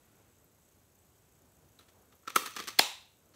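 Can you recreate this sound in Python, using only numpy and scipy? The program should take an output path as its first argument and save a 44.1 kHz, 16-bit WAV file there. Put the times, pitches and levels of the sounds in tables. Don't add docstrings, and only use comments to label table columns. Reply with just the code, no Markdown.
import sys
import numpy as np
from scipy import signal
from scipy.fft import rfft, irfft, next_fast_len
from scipy.io import wavfile
from scipy.ndimage import uniform_filter1d, map_coordinates

SR = 44100
rng = np.random.default_rng(int(sys.argv[2]) if len(sys.argv) > 2 else 0)


def to_linear_factor(level_db):
    exponent = np.asarray(level_db, float) / 20
    return 10 ** exponent


def transcribe(signal):
    frames = np.atleast_2d(signal).T
    limited = np.clip(frames, -1, 1)
    pcm = np.round(limited * 32767).astype(np.int16)
    wavfile.write(sys.argv[1], SR, pcm)


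N = 147735
TIME = np.arange(N) / SR

# frequency in Hz, density in dB per Hz.
AIR_COLOUR = [(16, -54), (30, -16.5), (55, -6.5), (88, -1), (156, -7), (383, -10), (652, -14),
              (1500, -21.5), (1950, -52), (3300, -120)]
# frequency in Hz, density in dB per Hz.
HISS_COLOUR = [(880, -31), (1500, -2), (2050, -3), (4080, -5.5), (4630, -7), (6520, -5), (9370, -6),
               (12500, -7.5), (15600, -7)]
# centre in Hz, width in Hz, level in dB.
WHINE_MODES = [(6400, 900, -17), (7950, 210, 0)]
# time in ms, level in dB, width in ms.
FLICKER_BURSTS = [(.9, 0, 1.6), (14.9, -0.5, .9), (19, 0.5, 1.1), (22.5, -0.5, 1.3), (28, -6, 3)]
# centre in Hz, width in Hz, level in dB.
FLICKER_MODES = [(6450, 1100, 1), (7950, 1000, -1), (12000, 2400, 0), (14300, 1200, -3)]
# peak in seconds, level in dB.
CHIRP_EVENTS = [
    (0.0528, -62),
    (0.444, -60.5),
    (1.0999, -65),
    (2.151, -59),
]
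# centre in Hz, width in Hz, level in dB.
PING_MODES = [(3910, 220, 0)]

# peak in seconds, then card crack, lever ring, hollow knock and fizz in dB.
TICK_EVENTS = [
    (1.794, -64, -65, -72, -66),
    (1.809, -65.5, -69, -70, -76),
    (1.83, -71, -81, -71, -82),
    (1.887, -65.5, -85, -73, -70),
    (2.126, -68.5, -68, -72, -80),
    (2.233, -80, -66.5, -77.5, -88),
    (2.255, -82.5, -64, -78, -88),
    (2.783, -53.5, -61.5, -59, -66),
    (3.341, -68, -76, -72.5, -81.5),
    (3.3493, -65.5, -69, -72, -71),
]
# peak in seconds, then card crack, lever ring, hollow knock and fizz in dB.
SLIP_EVENTS = [(2.271, -61, -62, -71, -71), (2.2762, -45, -36, -43.5, -56),
               (2.28, -41.5, -35.5, -65, -52.5), (2.299, -53.5, -52.5, -61, -50),
               (2.303, -44, -45, -53, -56.5), (2.351, -57.5, -46, -58.5, -52),
               (2.358, -35.5, -33.5, -47, -35), (2.361, -25.5, -19, -29.5, -25),
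               (2.3632, -28, -28.5, -46, -38.5), (2.3688, -42, -26.5, -46.5, -43.5),
               (2.396, -48.5, -38, -55, -52.5), (2.434, -51.5, -42.5, -57, -56),
               (2.422, -48, -46, -49, -49), (2.456, -48, -43, -63.5, -54), (2.4607, -38.5, -37.5, -54, -41),
               (2.4653, -43, -45, -57.5, -46.5), (2.48, -52, -45.5, -60, -58.5),
               (2.473, -42.5, -48.5, -51.5, -54), (2.508, -52, -61, -77, -51.5),
               (2.556, -53, -58.5, -65, -55.5), (2.5648, -38.5, -39, -49, -44),
               (2.569, -38.5, -45.5, -52, -47.5), (2.574, -42.5, -50, -52.5, -55),
               (2.586, -46, -52.5, -61, -55), (2.591, -41.5, -45, -50.5, -49.5),
               (2.5957, -46.5, -45, -52.5, -54), (2.6012, -37.5, -43.5, -44, -45),
               (2.608, -46.5, -48, -55, -57.5), (2.625, -47.5, -62, -62, -62), (2.6392, -47, -52, -52, -53),
               (2.674, -43, -55.5, -54.5, -45.5), (2.68, -37, -49, -58.5, -46),
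               (2.6854, -37, -41, -48, -43.5), (2.693, -45, -46.5, -54.5, -54.5),
               (2.705, -48, -56, -62, -58)]
# time in seconds, share of the upper lever modes, share of the upper die modes.
BITE_SHARES = [(2.26, .85, .3), (2.32, .6, 0.17), (2.36, .55, 0.53), (2.44, .5, .4), (2.5, .4, 0.27),
               (2.57, .25, .4), (2.62, .2, .3), (2.66, .3, 0.45), (2.7, .35, 0.8)]
# frequency in Hz, density in dB per Hz.
CRACK_COLOUR = [(940, -31), (1600, -2), (3570, -10), (4140, -6.5), (6420, -11.5), (6900, -16),
                (7500, -13.5), (9750, -40.5), (16500, -120)]
# frequency in Hz, density in dB per Hz.
FIZZ_COLOUR = [(5500, -28.5), (7500, -4), (8500, -1), (10000, -1), (13000, -2), (16500, -4)]
# centre in Hz, width in Hz, level in dB.
DIE_LOWER = [(1810, 230, -7.5), (2520, 220, -6.5), (3320, 260, 0), (3850, 430, -4.5)]
# centre in Hz, width in Hz, level in dB.
DIE_UPPER_MODES = [(4400, 320, -7), (5200, 300, -8.5), (6170, 430, 1.5), (8500, 430, -6.5)]
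# centre in Hz, width in Hz, level in dB.
LEVER_MODES = [(1050, 55, -10), (1155, 100, -1), (1320, 150, 0), (1465, 92, -14.5)]
# centre in Hz, width in Hz, level in dB.
HOLLOW_MODES = [(184, 100, -7), (324, 190, 0), (513, 80, -1)]

# frequency in Hz, time to fall 60 dB in seconds.
ROOM_DECAY = [(150, .22), (400, .3), (900, 0.45), (2000, 0.43), (3700, 0.48), (5500, 0.4), (14000, 0.35)]
# frequency in Hz, level in dB.
ROOM_COLOUR = [(150, -4.5), (400, -4), (850, -1), (1500, -6), (2700, 1.5), (3800, -0.5), (7500, -2),
               (15000, 1.5)]
# time in seconds, level in dB.
STRAIN_LEVELS = [
    (2.268, -62),
    (2.326, -57),
    (2.448, -49.5),
    (2.498, -51.5),
    (2.618, -46.5),
    (2.79, -63),
]

# peak in seconds, level in dB, length in ms, tilt in dB per octave.
SNAP_PUFFS = [
    (2.7886, -25.5, 2.33, 4),
    (2.79, -19.5, 2.2, 6.5),
    (2.7929, -17, 2.8, 6),
    (2.7947, -18.5, 2.2, -3),
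    (2.7969, -21, 1.8, -6),
]
# frequency in Hz, density in dB per Hz.
BREAK_COLOUR = [(88, -48), (150, -19.5), (725, -12.5), (1050, -10), (1780, -8.5), (2420, -5), (4350, -7.5),
                (6050, -12.5), (15700, -21.5)]
# centre in Hz, width in Hz, level in dB.
FRAME_MODES = [(810, 300, -2), (1802, 290, -1), (2580, 340, -4), (3320, 290, -1.5), (4100, 340, -0.5),
               (5060, 450, -2), (7200, 760, -13.5)]
# time in seconds, level in dB.
CLANG_EVENTS = [
    (2.7881, -32),
    (2.7915, -23),
    (2.7924, -19),
    (2.7938, -22),
]
# centre in Hz, width in Hz, level in dB.
CLANG_MODES = [(1790, 180, -4), (2320, 250, -10), (3280, 290, -3), (4250, 300, 0.5), (5020, 220, -5),
               (6700, 300, -10), (9050, 350, -11)]
# frequency in Hz, level in dB.
THUD_COLOUR = [(60, -32.5), (130, -12.5), (370, -0.5), (580, -7), (780, 2.5), (1000, -4.5), (1400, -3.5),
               (2500, -30.5)]
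# frequency in Hz, level in dB.
SIDE_SLOPE = [(100, -19), (300, -2.5), (1200, -8.5), (4500, -10), (9000, -12), (16000, -21.5)]
# centre in Hz, width in Hz, level in dB.
SIDE_MODES = [(873, 240, -0.5), (1890, 500, -3.5), (2670, 300, -3), (3800, 360, 0), (5770, 800, -7.5),
              (7400, 600, -5.5)]
# centre in Hz, width in Hz, level in dB.
STEEL_MODES = [(840, 40, -4.5), (1520, 40, -7.5), (2020, 50, -9), (2690, 45, -1), (3530, 40, 1),
               (3870, 87, -0.5), (4230, 47, 1), (5040, 50, -7.5), (5500, 60, -9.5), (5900, 60, -8),
               (7170, 40, -4.5), (7560, 50, -6)]


def along(points, hz):
    f, value = np.transpose(points)
    return np.interp(np.log(hz + 1), np.log(f + 1), value)


def wobble(rate):
    knots = rng.standard_normal(int(N * rate / SR) + 4)
    return map_coordinates(knots, [np.arange(N) * rate / SR])


def swell(peak_s, width_s):
    return np.exp(-((TIME - peak_s) / width_s) ** 2)


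def filtered(x, response):
    m = next_fast_len(N + 8192)
    h = response(np.fft.rfftfreq(m, 1 / SR))
    h = h / np.sqrt(np.mean(abs(h) ** 2))
    return irfft(rfft(x, m) * h, m)[..., :N]


def noise(response):
    return filtered(rng.standard_normal(N), response)


def causal(gain):
    cepstrum = irfft(np.log(gain + 1e-6))
    half = len(cepstrum) // 2
    cepstrum[1:half] *= 2
    cepstrum[half + 1:] = 0
    return np.exp(rfft(cepstrum))


def resonances(table):
    def response(f):
        total = 0
        for k, (centre, width, db) in enumerate(table):
            damping = 1j * f * width
            total = total + (-1) ** k * to_linear_factor(db) * damping / (centre * centre - f * f + damping)
        return total
    return response


def burst(s, db, ms):
    debris_db, debris_length = -12.5, 7
    k = round(ms * SR / 4000)
    u = np.arange(1, 26 * k) / k
    shape = to_linear_factor(db) * (u / 2) ** 2 * np.exp(2 - u)
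    shape = shape + to_linear_factor(db + debris_db) * (u > 2) * np.exp((2 - u) / debris_length)
    spikes = to_linear_factor(2.8 * rng.standard_normal(len(u)))
    puff = shape * rng.standard_normal(len(u)) * spikes
    energy = np.linalg.norm(shape)
    out, at = np.zeros((2, N + SR // 5)), round(s * SR)
    out[0, at - 2 * k:][:len(u)] = puff * energy / np.linalg.norm(puff)
    out[1, at] = energy
    return out[:, :N]


def room_rumble():
    level_db = -69.5 + 0.88 * wobble(4) + 1.2 * wobble(15)
    return to_linear_factor(level_db) * noise(lambda f: to_linear_factor(along(AIR_COLOUR, f)))


def camera_hiss():
    hiss = to_linear_factor(-73 + 0.4 * wobble(5.5)) * noise(lambda f: to_linear_factor(along(HISS_COLOUR, f)))
    whine = to_linear_factor(-82.5 + 2.5 * wobble(17)) * noise(resonances(WHINE_MODES))
    return hiss + whine


def picture_flicker():
    picture_hz, gate = 29.97, 0
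    for ms, db, width_ms in FLICKER_BURSTS:
        phase = ((TIME - ms / 1000) * picture_hz + 0.5) % 1 - 0.5
        away_ms = phase / picture_hz * 1000
        gate = gate + to_linear_factor(db + 3.5 * wobble(26)) * np.exp(-(away_ms / width_ms) ** 2 / 2)
    return to_linear_factor(-73.5) * gate * noise(lambda f: abs(resonances(FLICKER_MODES)(f)) ** 2)


def chirps():
    puffs = sum(burst(s, db - 8, 7.1)[0] for s, db in CHIRP_EVENTS)
    return filtered(puffs, lambda f: resonances([(13200, 700, 0)])(f) ** 2)


def fading_rustle():
    level = to_linear_factor(-75.5 + 1.0 * wobble(3.8)) * swell(0.18, 0.24)
    return level * noise(resonances([(500, 620, 1.5), (1900, 2200, -2.0)]))


def low_swell():
    return to_linear_factor(-68) * swell(0.2, 0.034) * noise(resonances([(410, 110, 0)]))


def ring_ping():
    return filtered(burst(1.7908, -52.5, 3.1) * [[1], [0.4]], resonances(PING_MODES))


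def bite():
    s, *columns = np.transpose(BITE_SHARES)
    return [np.clip(np.interp(TIME, s, share), 0, 1) for share in columns]


def shared(force, share, lower, upper):
    return filtered(force * np.sqrt(1 - share), lower) + filtered(force * np.sqrt(share), upper)


def jolt(force):
    return force[1] + 0.49 * force


def card_through_die(modes):
    colour = [(300, -42), (650, -10)] + CRACK_COLOUR[1:-2] + [(11000, -47)]
    return lambda f: causal(to_linear_factor(along(colour, f)) * (0.39 + abs(resonances(modes)(f))))


def fizz_through_die(f):
    return causal(to_linear_factor(along(FIZZ_COLOUR, f)) * (0.78 + abs(resonances(DIE_UPPER_MODES)(f))))


def ticks_and_slips():
    slip_ms, tick_ms, knock_lag_s = 4.58, 12, 0.001
    rows = [(e, tick_ms) for e in TICK_EVENTS] + [(e, slip_ms) for e in SLIP_EVENTS]
    crack, ring, knock, fizz = (sum(burst(e[0], e[k], ms) for e, ms in rows) for k in (1, 2, 3, 4))
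    lever_share, die_share = bite()
    cracking = shared(crack, die_share, card_through_die(DIE_LOWER), card_through_die(DIE_UPPER_MODES))
    ringing = shared(jolt(ring), lever_share, resonances(LEVER_MODES[:2]), resonances(LEVER_MODES[2:]))
    late_knock = np.roll(jolt(knock), round(knock_lag_s * SR), axis=1)
    knocking = filtered(late_knock, resonances(HOLLOW_MODES))
    fizzing = filtered(fizz, fizz_through_die)
    ring_gain = to_linear_factor([[-1.5], [-4.5]])
    return to_linear_factor(-1.8) * cracking + ring_gain * ringing + to_linear_factor(-1.7) * knocking + to_linear_factor(-0.56) * fizzing


def room(x):
    delay_s = 0.0025
    out, step = np.zeros(N + SR), SR // 10
    for i in range(int(1.7 * SR), N, step):
        hz, t, z = signal.stft(rng.standard_normal(SR * 6 // 10), SR, nperseg=256)
        decay = to_linear_factor(-60 * t / along(ROOM_DECAY, hz)[:, None])
        tail = signal.istft(z * decay, SR, nperseg=256)[1]
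        build_up = np.clip(np.arange(len(tail)) / SR / delay_s, 0, 1) ** 2
        tail = tail / np.linalg.norm(tail) * build_up
        wet = signal.fftconvolve(x[i:i + step], tail)
        out[i:i + len(wet)] += wet
    return to_linear_factor(-6.5) * filtered(out[:N], lambda f: to_linear_factor(along(ROOM_COLOUR, f)))


def hand_shuffle():
    level = to_linear_factor(-74 + 3.2 * wobble(20)) * swell(2.02, 0.19)
    return level * noise(resonances([(450, 350, 3.5), (1300, 900, -5)]))


def strain():
    grains_per_s, grain_db, spread_db, grain_decay_s = 160, 8.5, 6, 0.0008
    s, db = np.transpose(STRAIN_LEVELS)
    db = np.interp(TIME, s, db, -120, -120)
    grains = (rng.random(N) < grains_per_s / SR) * to_linear_factor(grain_db + spread_db * rng.standard_normal(N))
    grains = signal.fftconvolve(grains, np.exp(-np.arange(200) / SR / grain_decay_s))[:N]
    force = rng.standard_normal(N) * to_linear_factor(db - 16.5) * (to_linear_factor(3.5 * wobble(49)) + grains)
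    squeezing = uniform_filter1d(1. * (db > -100), size=4000)
    grip = rng.standard_normal(N) * to_linear_factor(-72 + 3 * wobble(20)) * squeezing

    def die_and_lever(f):
        die = to_linear_factor(along(CRACK_COLOUR, f)) * abs(resonances(DIE_LOWER + DIE_UPPER_MODES)(f))
        return 0.42 * die + 0.1 * resonances(LEVER_MODES)(f)
    return filtered(force, die_and_lever) + filtered(grip, lambda f: resonances([(110, 130, 0)])(f) ** 2)


def breaking(tilt_db):
    def response(f):
        colour = to_linear_factor(along(BREAK_COLOUR, f) + tilt_db * np.log2(1 + f / 1000))
        return causal(colour * (0.55 + abs(resonances(FRAME_MODES)(f))))
    return response


def sideways(f):
    modes = 0.6 * abs(resonances(SIDE_MODES)(f)) + 0.6 * abs(resonances(STEEL_MODES)(f))
    return causal(to_linear_factor(along(SIDE_SLOPE, f)) + modes)


def snap():
    thud_s = 2.7958
    tearing = sum(filtered(burst(s, db, ms)[0], breaking(tilt_db)) for s, db, ms, tilt_db in SNAP_PUFFS)
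    clang = filtered(sum(burst(s, db, 4.4)[1] for s, db in CLANG_EVENTS), resonances(CLANG_MODES))
    thud = filtered(burst(thud_s, -20, 2.6)[1], lambda f: causal(to_linear_factor(along(THUD_COLOUR, f))))
    side = filtered(burst(thud_s, -10, 2.3)[1], sideways)
    return np.array([tearing + clang + thud, side])


def scene():
    floor = room_rumble() + camera_hiss() + picture_flicker() + chirps()
    floor = floor + fading_rustle() + low_swell() + hand_shuffle()
    near, even = ring_ping() + ticks_and_slips() + snap()
    creak = strain()
    return (near + creak + room(even + creak) + floor)[None]


def camera_band(f):
    low_hz, top_hz, edge_hz, above_top_db = 38, 15720, 60, -40
    step_down = (1 + np.tanh((f - top_hz - edge_hz) / edge_hz)) / 2
    return to_linear_factor(above_top_db * step_down) / (1 + (low_hz / (f + 1)) ** 8)


def low_pass(x):
    return signal.sosfilt(signal.butter(12, 16980, fs=SR, output="sos"), x)


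def record(dry):
    mix = to_linear_factor(-0.7) * filtered(dry, camera_band)
    return low_pass(mix)


dry = scene()
out = record(dry)
transcribe(out)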